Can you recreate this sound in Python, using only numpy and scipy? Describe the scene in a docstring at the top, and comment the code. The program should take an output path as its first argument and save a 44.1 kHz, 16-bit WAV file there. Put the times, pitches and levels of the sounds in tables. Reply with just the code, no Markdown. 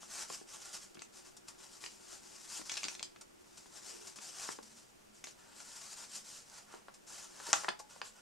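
"""Grainy hisses of a thumb sliding paper over paper run throughout: banknotes peeled off a wad onto a pile on a table.
Strokes are coloured friction noise; pats, buckles and flicks are dying bursts of noise in their own bands.
A note drags with a sinking hollow rush, a few faint tones ring, and near the end a taut note snaps loudly.
Table echoes, a small quiet room, a faint handling hum and background hiss surround it, in stereo close to a camera."""
import sys
import numpy as np
from scipy import signal
from scipy.fft import rfft, irfft
from scipy.io import wavfile

SR = 44100
rng = np.random.default_rng(int(sys.argv[2]) if len(sys.argv) > 2 else 0)


def pcm_store(signal):
    """Save signal as 16-bit PCM."""
    levels = np.round(np.clip(np.atleast_2d(signal), -1, 1) * 32767)
    wavfile.write(sys.argv[1], SR, levels.astype(np.int16).T)


N = 362061
TIME = np.arange(N) / SR  # [s]
EDGE_HZ = 15700
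STROKE_RISE_S, STROKE_RELEASE_S = 0.0331, 0.037  # quarter-sine rise; 1/e release
REST_HISS_DB, REST_BODY_DB = -72.5, -75  # the held wad never lies quite still

# still room and microphone hiss, common to both sides: (frequency [Hz], relative density [dB])
AIR_MID_COLOUR = [(20, 3), (60, -1.5), (130, 1.5), (215, -1), (340, 1.5), (600, -1), (1200, -6.5),
                  (2500, -7), (4000, -11), (7000, -9.5), (10000, -12.5), (15500, -21.5)]
# the same, opposite in the two sides: (frequency [Hz], relative density [dB])
AIR_SIDE_COLOUR = [(20, -21.5), (90, -17.5), (160, -11.5), (250, -9.5), (400, -14), (600, -11),
                   (1000, -14.5), (2000, -20.5), (4000, -25), (8000, -29.5), (15500, -44.5)]
# low resonance of the still room: (frequency [Hz], width [Hz], level above the plain colour [dB])
ROOM_MODE_PEAK = [(211.5, 17.5, 10.5)]
# hollow hum as the camera is jostled: (middle time [s], length [s], relative level [dB])
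JOSTLE_SWELLS = [(1.4, 11.1, -64), (2.898, 0.53, -68.5), (3.98, 0.234, -61.5), (7.297, 0.94, -65.5)]
# paper over paper:
# (start [s], length [s], relative hiss level [dB], swell start to end [dB], relative body level [dB])
PAPER_STROKES = [(-0.022, 0.0754, -53.5, -7, -63.5), (0.079, 0.0728, -47.5, 8, -56),
                 (0.164, 0.0602, -44.5, 2, -52.5), (0.263, 0.0808, -48, 7, -59),
                 (0.466, 0.0842, -52, 5.5, -59.5), (0.591, 0.112, -52, -3, -59.5),
                 (0.718, 0.0317, -45.5, 0, -57.5), (0.805, 0.013, -50.5, 0, -62.5),
                 (0.995, 0.035, -62.5, -4.5, -74.5), (1.116, 0.0613, -58, 7.5, -66.5),
                 (1.229, 0.04, -58.5, 5.5, -64.5), (1.465, 0.0178, -58, 8.5, -62.5),
                 (1.571, 0.073, -58, 7, -64.5), (1.673, 0.0905, -60, 6.5, -70.5),
                 (1.799, 0.1634, -54.5, -15.5, -67.5), (1.967, 0.1815, -57.5, 14.5, -66),
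                 (2.214, 0.244, -56, 4.5, -65.5), (2.472, 0.1107, -46.5, 5.5, -59.5),
                 (2.646, 0.299, -52.5, -3.5, -62.5), (3.393, 0.258, -67.5, 15.5, -78),
                 (3.673, 0.11, -59.5, 15, -67.5), (3.808, 0.1004, -52.5, 4.5, -63),
                 (3.91, 0.192, -56, 1.5, -65), (4.198, 0.123, -52.0, -6, -62),
                 (4.319, 0.131, -50, 11.5, -57), (4.464, 0.0543, -49.5, 4.5, -61),
                 (4.635, 0.111, -62, -6.5, -74), (4.744, 0.0476, -58, -1, -72),
                 (5.134, 0.085, -63.5, -10.5, -79), (5.249, 0.0324, -53, -1, -65),
                 (5.36, 0.39, -65.5, 2.5, -66.5), (5.54, 0.238, -54.5, 9, -66),
                 (5.794, 0.1403, -51.5, -0.5, -61.5), (5.948, 0.0898, -51.5, 0.5, -59.5),
                 (6.082, 0.0808, -52, 15, -67.5), (6.234, 0.158, -52.5, 0.5, -65.5),
                 (6.447, 0.1402, -60.5, 13, -65.5), (6.656, 0.0924, -65, 9.5, -63),
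                 (7.063, 0.18, -51.5, 1, -60.0), (7.276, 0.2214, -55.5, 20.5, -60),
                 (7.538, 0.0824, -44, -5.5, -49), (7.885, 0.098, -58.5, -5.5, -62.5),
                 (8.024, 0.0474, -55.5, 2.5, -64.5), (8.13, 0.0465, -68, 7.5, -67)]
# friction hiss: (frequency [Hz], relative density [dB])
HISS_COLOUR = [(600, -19.5), (1500, -11), (2100, -9.5), (2600, -7), (3200, -6.5), (4200, -4), (5000, 1),
               (6200, 0.5), (7300, 1.5), (8400, -2), (10000, -8.5), (12000, -16), (14000, -25),
               (16000, -67.5)]
# hollow body of the sheet: (frequency [Hz], relative density [dB])
BODY_COLOUR = [(80, -38), (200, -8.5), (430, -10), (600, -2), (900, 2.5), (1050, -1), (1450, 1.5),
               (1750, -3), (2100, -9), (2800, -4.5), (6000, -30)]
# sheets resonating over the table: (frequency [Hz], width [Hz], level above the plain colour [dB])
SHEET_MODES = [(592, 30, -4), (926, 45, 0), (1160, 50, -2), (1312, 30, -1), (1390, 30, -1), (1735, 50, -2)]
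# flat sheet pats the pile, a finger or the wad:
# (time [s], decay time [s], relative level [dB], lowest frequency [Hz], highest frequency [Hz])
SHEET_PATS = [(0.031, 0.0068, -56.5, 590, 1380), (0.3017, 0.00223, -47, 560, 1115),
              (0.305, 0.006, -60.5, 150, 330), (0.414, 0.0047, -58, 200, 800),
              (0.972, 0.0184, -62.5, 110, 377), (2.594, 0.0031, -57.5, 500, 1400),
              (2.596, 0.0087, -56, 150, 330), (2.865, 0.0049, -55.5, 130, 804),
              (3.007, 0.0075, -56.5, 450, 1090), (3.659, 0.00132, -60.5, 200, 2000),
              (4.49, 0.00073, -42.5, 220, 1676), (4.588, 0.0028, -51.5, 190, 1490),
              (6.74, 0.0083, -51.5, 300, 1190), (6.884, 0.01, -51, 590, 1484),
              (7.401, 0.0045, -49.5, 554, 1650), (7.489, 0.0034, -49.5, 314, 680),
              (7.531, 0.00207, -30, 840, 1535), (7.536, 0.0051, -35, 898, 1380),
              (7.636, 0.0066, -48, 820, 950), (7.6458, 0.0026, -40, 654, 1980),
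              (7.684, 0.0062, -34, 800, 1370), (7.6863, 0.004, -43.5, 325, 2110),
              (7.8, 0.0037, -51, 693, 940), (7.962, 0.00295, -58.5, 654, 890),
              (8.0164, 0.00225, -42.5, 727, 2170)]
# pat colour from its lowest frequency down: (multiple of lowest frequency [1], relative density [dB])
PAT_LOW_SKIRT = [(.15, -35), (.65, -6), (1, 2.5)]
# pat colour from its highest frequency up: (multiple of highest frequency [1], relative density [dB])
PAT_HIGH_SKIRT = [(1, 3), (1.45, -10), (3, -14), (9, -73.5)]
# sheet buckles: (time [s], decay time [s], relative crack level [dB], main facet [Hz], second facet [Hz],
# top of the crack's band [Hz], relative flap level [dB], relative air push level [dB])
SHEET_BUCKLES = [(0.2228, 0.0033, -57.5, 4900, 6000, 8000, -58.5, -68),
                 (0.953, 0.0023, -64, 3200, 2300, 6500, -65, -60.5),
                 (0.971, 0.0019, -61, 2370, 2250, 3000, -60.5, -61.5),
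                 (0.993, 0.00105, -55, 6200, 4700, 7100, -77, -66),
                 (1.011, 0.002, -67, 3100, 2200, 4000, -76, -71.5),
                 (1.0196, 0.00202, -47.5, 7200, 6430, 8800, -52.5, -60),
                 (1.839, 0.00255, -46, 4720, 2510, 5500, -51.5, -64),
                 (1.862, 0.0012, -48, 4720, 2980, 5500, -58.5, -70.5),
                 (2.615, 0.0031, -64.5, 6000, 4500, 8000, -55, -57),
                 (2.695, 0.00323, -40, 2355, 6200, 7350, -52, -69.5),
                 (2.717, 0.0052, -39.5, 6260, 5300, 8700, -51, -58.5),
                 (2.739, 0.0025, -46, 4630, 5500, 8000, -59, -65.5),
                 (2.755, 0.0036, -48.5, 4600, 3400, 7500, -66, -66.5),
                 (2.769, 0.0042, -40, 5360, 4300, 8200, -54, -63.5),
                 (2.775, 0.00334, -40.5, 5340, 2520, 8200, -52, -70),
                 (2.832, 0.0029, -40.5, 6300, 2440, 8200, -53.5, -75.5),
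                 (2.8412, 0.0015, -38, 4770, 5700, 7000, -54, -55.5),
                 (2.851, 0.0017, -44.5, 5300, 4060, 7000, -55, -57),
                 (2.883, 0.0032, -40, 5640, 2480, 7650, -52, -59),
                 (2.9505, 0.0026, -51, 3990, 6000, 8000, -60.5, -78),
                 (2.9944, 0.0019, -46.5, 4070, 4250, 5800, -60, -64),
                 (3.0282, 0.00154, -39.5, 5095, 3510, 8080, -54, -61.5),
                 (3.161, 0.0038, -64, 2300, 3200, 7000, -58, -68),
                 (4.187, 0.0017, -57.5, 2300, 3480, 7000, -55.5, -62),
                 (5.2408, 0.0033, -46, 6140, 2680, 11100, -54, -61.5),
                 (5.271, 0.00095, -54, 4220, 2900, 5400, -55.5, -60),
                 (5.603, 0.00227, -55.5, 6600, 4500, 8000, -56, -68.5),
                 (7.5314, 0.0012, -32.5, 6850, 5100, 11900, -31, -70),
                 (7.536, 0.00275, -37, 3750, 5400, 8500, -44.5, -69),
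                 (7.6871, 0.003, -39, 4820, 3400, 7500, -35.5, -48.5),
                 (8.0154, 0.00205, -47.5, 4780, 3600, 6500, -56, -73.5)]
# creases giving way: (frequency [Hz], relative density [dB])
CRACK_COLOUR = [(400, -39.5), (1200, -4), (2000, -2.5), (2450, 4), (3200, 1), (3900, 3), (5200, 1.5),
                (6600, 3.5), (8300, 3.5), (9500, -3.5), (12000, -6.5), (16000, -46.5)]
# whole sheet flipping: (frequency [Hz], relative density [dB])
FLAP_COLOUR = [(150, -31), (310, -7.5), (450, -4.5), (620, 5.5), (830, 3), (1300, 4), (1700, 3),
               (2200, 3.5), (3000, -5.5), (5000, -5), (12000, -79)]
# air pushed by the sheet: (frequency [Hz], relative density [dB])
PUSH_COLOUR = [(30, -36), (90, -15), (140, -3), (220, 0), (300, -3), (450, -7), (650, -8), (1100, -20),
               (4000, -60)]
# edge slips off the wad: (time [s], decay time [s], relative level [dB])
EDGE_FLICKS = [(0.944, 0.004, -56.5), (1.156, 0.009, -62), (1.366, 0.0084, -52), (1.482, 0.0057, -47),
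               (3.21, 0.0086, -49.5), (3.572, 0.0121, -50), (4.069, 0.0147, -46.5), (4.157, 0.026, -46.5),
               (4.626, 0.0099, -52), (6.158, 0.015, -47.5), (6.498, 0.00096, -58.5), (6.939, 0.0165, -54.5),
               (7.79, 0.0145, -48)]
# table, or something on it, rings: (time [s], frequency [Hz], relative starting level [dB], T60 [s])
TABLE_RINGS = [(4.59, 226.6, -64, 0.99), (7.687, 845, -54.5, 0.47), (7.797, 841.7, -51.5, 0.267)]
# taut note ringing after its snap: (frequency [Hz], relative starting level [dB], T60 [s])
TAUT_MODES = [(946, -42.5, 0.17), (1309, -40, 0.2), (1390, -52.5, 0.078), (1702, -35.5, 0.067)]
# reverberation of the room: (frequency [Hz], T60 [s])
ROOM_DECAY = [(150, 0.324), (800, 0.2), (2500, 0.217), (6000, 0.1796), (12000, 0.12)]
# the wad moves about: (time [s], direct sound, left minus right before widening [dB])
WAD_PLACE = [(0.0, 2.5), (0.82, -0.5), (1.0, 3), (2.31, 4), (3.24, 0.5), (3.8, 4.5), (4.96, 1), (5.84, 3),
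             (6.5, 0), (7.55, 2.5), (8.0, 0.5)]
# stereo difference of the microphone pair: (frequency [Hz], side gain [dB])
SIDE_GAIN = [(100, -5), (250, 10), (420, 15), (700, 4.5), (1200, 2.5), (4500, -4.5), (8300, 2.5),
             (14000, 0.5)]


def amp(db):
    """Decibels to gain."""
    return 10 ** (np.asarray(db) / 20)


def evened(x):
    """Scales to rms 1."""
    return x / np.sqrt(np.mean(x ** 2) + 1e-20)


def read(points, hz):
    """Interpolates a table on a log-frequency axis."""
    f, value = np.transpose(points)
    return np.interp(np.log(hz + 1), np.log(f + 1), value)


def add(mix, s, sound):
    """Mixes a sound in at time s, or at 0 if s is negative."""
    part = mix[max(round(s * SR), 0):][:len(sound)]
    part += sound[:len(part)]


def colour(x, points, modes=(), size=4096):
    """Minimum-phase filter of energy 1 with a given spectrum and resonances on top."""
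    hz = abs(np.fft.fftfreq(size, 1 / SR))
    peaks = sum(amp(db) ** 2 / (1 + (2 * (hz - f) / width) ** 2) for f, width, db in modes)
    log_gain = np.log(amp(read(points, hz)) * np.sqrt(1 + peaks))
    spectrum = np.exp(np.conj(signal.hilbert(log_gain)))
    ring = np.fft.ifft(spectrum).real[:size // 2]
    return signal.oaconvolve(x, ring / np.linalg.norm(ring))[:len(x)]


def wander(hz):
    """Slow random curve of rms 1; its spectrum falls to half amplitude at hz."""
    f = np.fft.rfftfreq(N, 1 / SR)
    spectrum = rfft(rng.standard_normal(N)) / (1 + (f / hz) ** 2)
    return evened(irfft(spectrum, N))


def burst(decay_s, rise_s, lead=0., size=3000):
    """Dying swarm of tiny slips after an optional click (lead), with the energy of 10 ms at rms 1."""
    t = np.arange(size) / SR
    envelope = (1 - np.exp(-t / rise_s)) * np.exp(-t / max(decay_s, 1 / SR))
    slips = rng.standard_normal(size) * envelope
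    slips /= np.linalg.norm(slips)
    slips[0] = lead
    return slips / np.linalg.norm(slips) * np.sqrt(SR / 100)


def drone(hz, half_width_hz, size):
    """Noise of rms 1 in one narrow resonance, at half amplitude half_width_hz from its centre."""
    f = np.fft.rfftfreq(size, 1 / SR)
    spectrum = rfft(rng.standard_normal(size)) / (1 + ((f - hz) / half_width_hz) ** 2)
    return evened(irfft(spectrum, size))


def air(mid_db=-67, side_db=-66):
    """Quiet room rumble and microphone hiss: one noise common to both sides, one opposite in them."""
    mid = amp(mid_db) * colour(rng.standard_normal(N), AIR_MID_COLOUR, ROOM_MODE_PEAK)
    side = amp(side_db) * colour(rng.standard_normal(N), AIR_SIDE_COLOUR)
    return np.array([mid + side, mid - side])


def jostle(hz=360, half_width_hz=24):
    """Narrow hollow hum, opposite in the two microphones, swelling and fading with the handling."""
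    swells = np.zeros(N)
    for s, length_s, db in JOSTLE_SWELLS:
        phase = np.pi * np.clip((TIME - s) / length_s, -.5, .5)
        swells += amp(db) * np.cos(phase)
    return swells * drone(hz, half_width_hz, N) * np.array([[1], [-1]])


def strokes():
    """Strength of hiss and of body: each stroke gathers speed, swells or eases, and coasts to a stop."""
    power = amp([[REST_HISS_DB], [REST_BODY_DB]]) ** 2 * np.ones(N)
    for start_s, length_s, hiss_db, swell_db, body_db in PAPER_STROKES:
        t = TIME[:round((length_s + 10 * STROKE_RELEASE_S) * SR)]
        rise = np.sin(np.pi / 2 * np.minimum(t / STROKE_RISE_S, 1))
        hold = amp(swell_db * (np.minimum(t / length_s, 1) - .5))
        release = np.exp(-np.maximum(t - length_s, 0) / STROKE_RELEASE_S)
        for layer, db in zip(power, (hiss_db, body_db)):
            add(layer, start_s, (amp(db) * rise * hold * release) ** 2)
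    return np.sqrt(power)


def table_echo(x, delay_s, sway, gain):
    """The sheet moves over the table, so its first echo combs the sound at drifting pitches."""
    drifting_delay_s = delay_s * np.exp(sway * wander(hz=3.18))
    echo = np.interp(TIME - drifting_delay_s, TIME, x)
    return (x + gain * echo) / np.hypot(1, gain)


def sliding(catches_per_s=2600, catch_db=-4, judder_db=1.3, slip_db=0.82, hiss_db=-0.9647, body_db=-2):
    """Fibres rub and a few catch; quick stick-slip and the hand's uneven pull make the paper judder."""
    catches = rng.uniform(-1, 1, N) * amp(4 * np.minimum(rng.exponential(1, N), 2))
    catches *= rng.random(N) < catches_per_s / SR
    friction = evened(rng.standard_normal(N) + amp(catch_db) * evened(catches))
    judder = amp(judder_db * wander(hz=22.4) + slip_db * wander(hz=260))
    pull, flex = strokes() * judder
    hiss = colour(table_echo(friction * pull, delay_s=0.000495, sway=0.4613, gain=0.25), HISS_COLOUR)
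    flexing = rng.standard_normal(N) * flex
    echoed_flexing = table_echo(flexing, delay_s=0.001981, sway=0.42, gain=0.36)
    body = colour(echoed_flexing, BODY_COLOUR, SHEET_MODES)
    return amp(hiss_db) * hiss + amp(body_db) * body


def pats():
    """Each pat is one short push on the air, a click and a dying burst in its own band."""
    out = np.zeros(N)
    for s, decay_s, db, low_hz, high_hz in SHEET_PATS:
        band = [(k * low_hz, level) for k, level in PAT_LOW_SKIRT]
        band += [(k * high_hz, level) for k, level in PAT_HIGH_SKIRT]
        add(out, s, amp(db) * colour(burst(decay_s, rise_s=.001, lead=1.5), band))
    return out


def creases(relative_width=0.1, main_db=8, second_db=4.5, small_db=-3.0, rise_s=0.000283, small_count=3):
    """Creases give way in a swarm; two large facets set the pitch, small ones ring at random pitches."""
    out = np.zeros(N)
    for s, decay_s, db, main_hz, second_hz, top_hz, _, _ in SHEET_BUCKLES:
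        facets = [(main_hz, main_db), (second_hz, second_db)]
        facets += [(hz, small_db) for hz in 2000 * 4 ** rng.random(small_count)]
        modes = [(hz, relative_width * hz, level) for hz, level in facets]
        # a lower top_hz gives the duller crack of a slack sheet
        band = [(hz, level - 10 * np.log10(1 + (hz / top_hz) ** 8)) for hz, level in CRACK_COLOUR]
        add(out, s, amp(db) * colour(burst(decay_s, rise_s), band, modes))
    return out


def flaps(push_db=-2):
    """As it buckles, the whole sheet flips over at one stroke and pushes air."""
    flap, push = np.zeros((2, N))
    for s, decay_s, *_, sheet_db, air_db in SHEET_BUCKLES:
        add(flap, s, amp(sheet_db) * burst(decay_s, rise_s=.001, lead=1.1))
        add(push, s, amp(air_db) * burst(decay_s, rise_s=.001, lead=1.3))
    return colour(flap, FLAP_COLOUR, SHEET_MODES) + amp(push_db) * colour(push, PUSH_COLOUR)


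def flicks(rise_s=0.00272, hiss_db=-1, body_db=-14):
    """An edge scrapes free: a short spurt of noise in the colours of the sliding paper."""
    force = np.zeros(N)
    for s, decay_s, db in EDGE_FLICKS:
        add(force, s, amp(db) * burst(decay_s, rise_s))
    hiss = colour(force, HISS_COLOUR)
    body = colour(force, BODY_COLOUR, SHEET_MODES)
    return amp(hiss_db) * hiss + amp(body_db) * body


def drag(s=3.75, length_s=0.42, from_hz=640, to_hz=320, half_width_hz=70, db=-70):
    """A note drags over the wad: a soft hollow rush that sinks as the gap under it grows."""
    out, size = np.zeros(N), round(length_s * SR)
    shift_hz = np.geomspace(from_hz, to_hz, size) - from_hz
    glide = np.exp(2j * np.pi * np.cumsum(shift_hz) / SR)
    rush = (signal.hilbert(drone(from_hz, half_width_hz, size)) * glide).real
    add(out, s, amp(db) * rush * np.hanning(size))
    return out


def table_rings(waver=0.0058, flutter_db=1.5):
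    """A few faint tones ring and die away, wavering slightly in pitch and level."""
    out, t = np.zeros(N), TIME[:SR]
    bend = waver * wander(hz=22)[:SR]  # relative pitch
    flutter = amp(flutter_db * wander(hz=45)[:SR])
    for s, hz, db, t60_s in TABLE_RINGS:
        tone = np.sin(2 * np.pi * hz * np.cumsum(1 + bend) / SR)
        add(out, s, amp(db - 60 * t / t60_s) * flutter * tone)
    return out


def snap(s=7.5309, hz=6400, crack_db=-5.6):
    """The taut note lets go like a whip: one sharp crack a few cycles long, then the sheet rings."""
    t = TIME - TIME[round(s * SR)]
    crack = amp(crack_db) * np.exp(-(t / .00021) ** 2) * np.cos(2 * np.pi * hz * t)
    ring = sum(amp(db - 60 * abs(t) / t60_s) * np.sin(2 * np.pi * f * t) for f, db, t60_s in TAUT_MODES)
    return crack + ring * (t >= 0)


def reflections(x, t60, delay_s, size=22050):
    """Dense echoes of energy 1, different for each microphone, each band dying at its own speed."""
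    hz, t, z = signal.stft(rng.standard_normal((2, size)), SR, nperseg=128)
    decay = amp(-60 * t / read(t60, hz)[:, None])
    tail = signal.istft(z * decay, SR)[1]
    tail /= np.linalg.norm(tail, axis=1, keepdims=True)
    tail = np.pad(tail, ((0, 0), (round(delay_s * SR), 0)))
    return signal.oaconvolve(x[None], tail, axes=1)[:, :N]


def room(x, count=3):
    """Three sets of room echoes fade in and out by turns at a steady rate."""
    turn = np.pi * (8 * TIME + np.arange(count)[:, None] / count)
    shares = np.cos(turn) * np.sqrt(2 / count)
    return sum(reflections(x * share, ROOM_DECAY, delay_s=.004) for share in shares)


def widen(pair):
    """The microphone pair stresses left-right differences in some bands and softens them in others."""
    mid, side = pair.mean(0), (pair[0] - pair[1]) / 2
    gain = amp(read(SIDE_GAIN, np.fft.rfftfreq(N, 1 / SR)))
    side = irfft(rfft(side) * gain, N)
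    return np.array([mid + side, mid - side])


def scene(table_db=-12, room_db=-8, crease_room_db=-3, pat_room_db=-8.0):
    """Table and hands answer at once, then the room; creases radiate mostly away from the camera, pats towards it."""
    crackle, patting = creases(), pats()
    paper = sliding() + flicks() + flaps() + snap() + drag()
    handling = paper + crackle + patting
    near = reflections(handling, [(500, 0.0372), (6000, 0.0091)], delay_s=.0007)  # (Hz, T60 s)
    far = room(amp(room_db) * paper + amp(crease_room_db) * crackle + amp(pat_room_db) * patting)
    lean_db = np.interp(TIME, *np.transpose(WAD_PLACE)) / 2
    direct = (handling + table_rings()) * amp([lean_db, -lean_db])
    return widen(direct + amp(table_db) * near + far) + jostle() + air()


def record(dry):
    """The camera's band limit: a steep linear-phase low-pass."""
    lowpass = signal.firwin(511, EDGE_HZ, window=("kaiser", 9), fs=SR)
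    return signal.oaconvolve(dry, lowpass[None], "same")


dry = scene()
out = record(dry)
pcm_store(out)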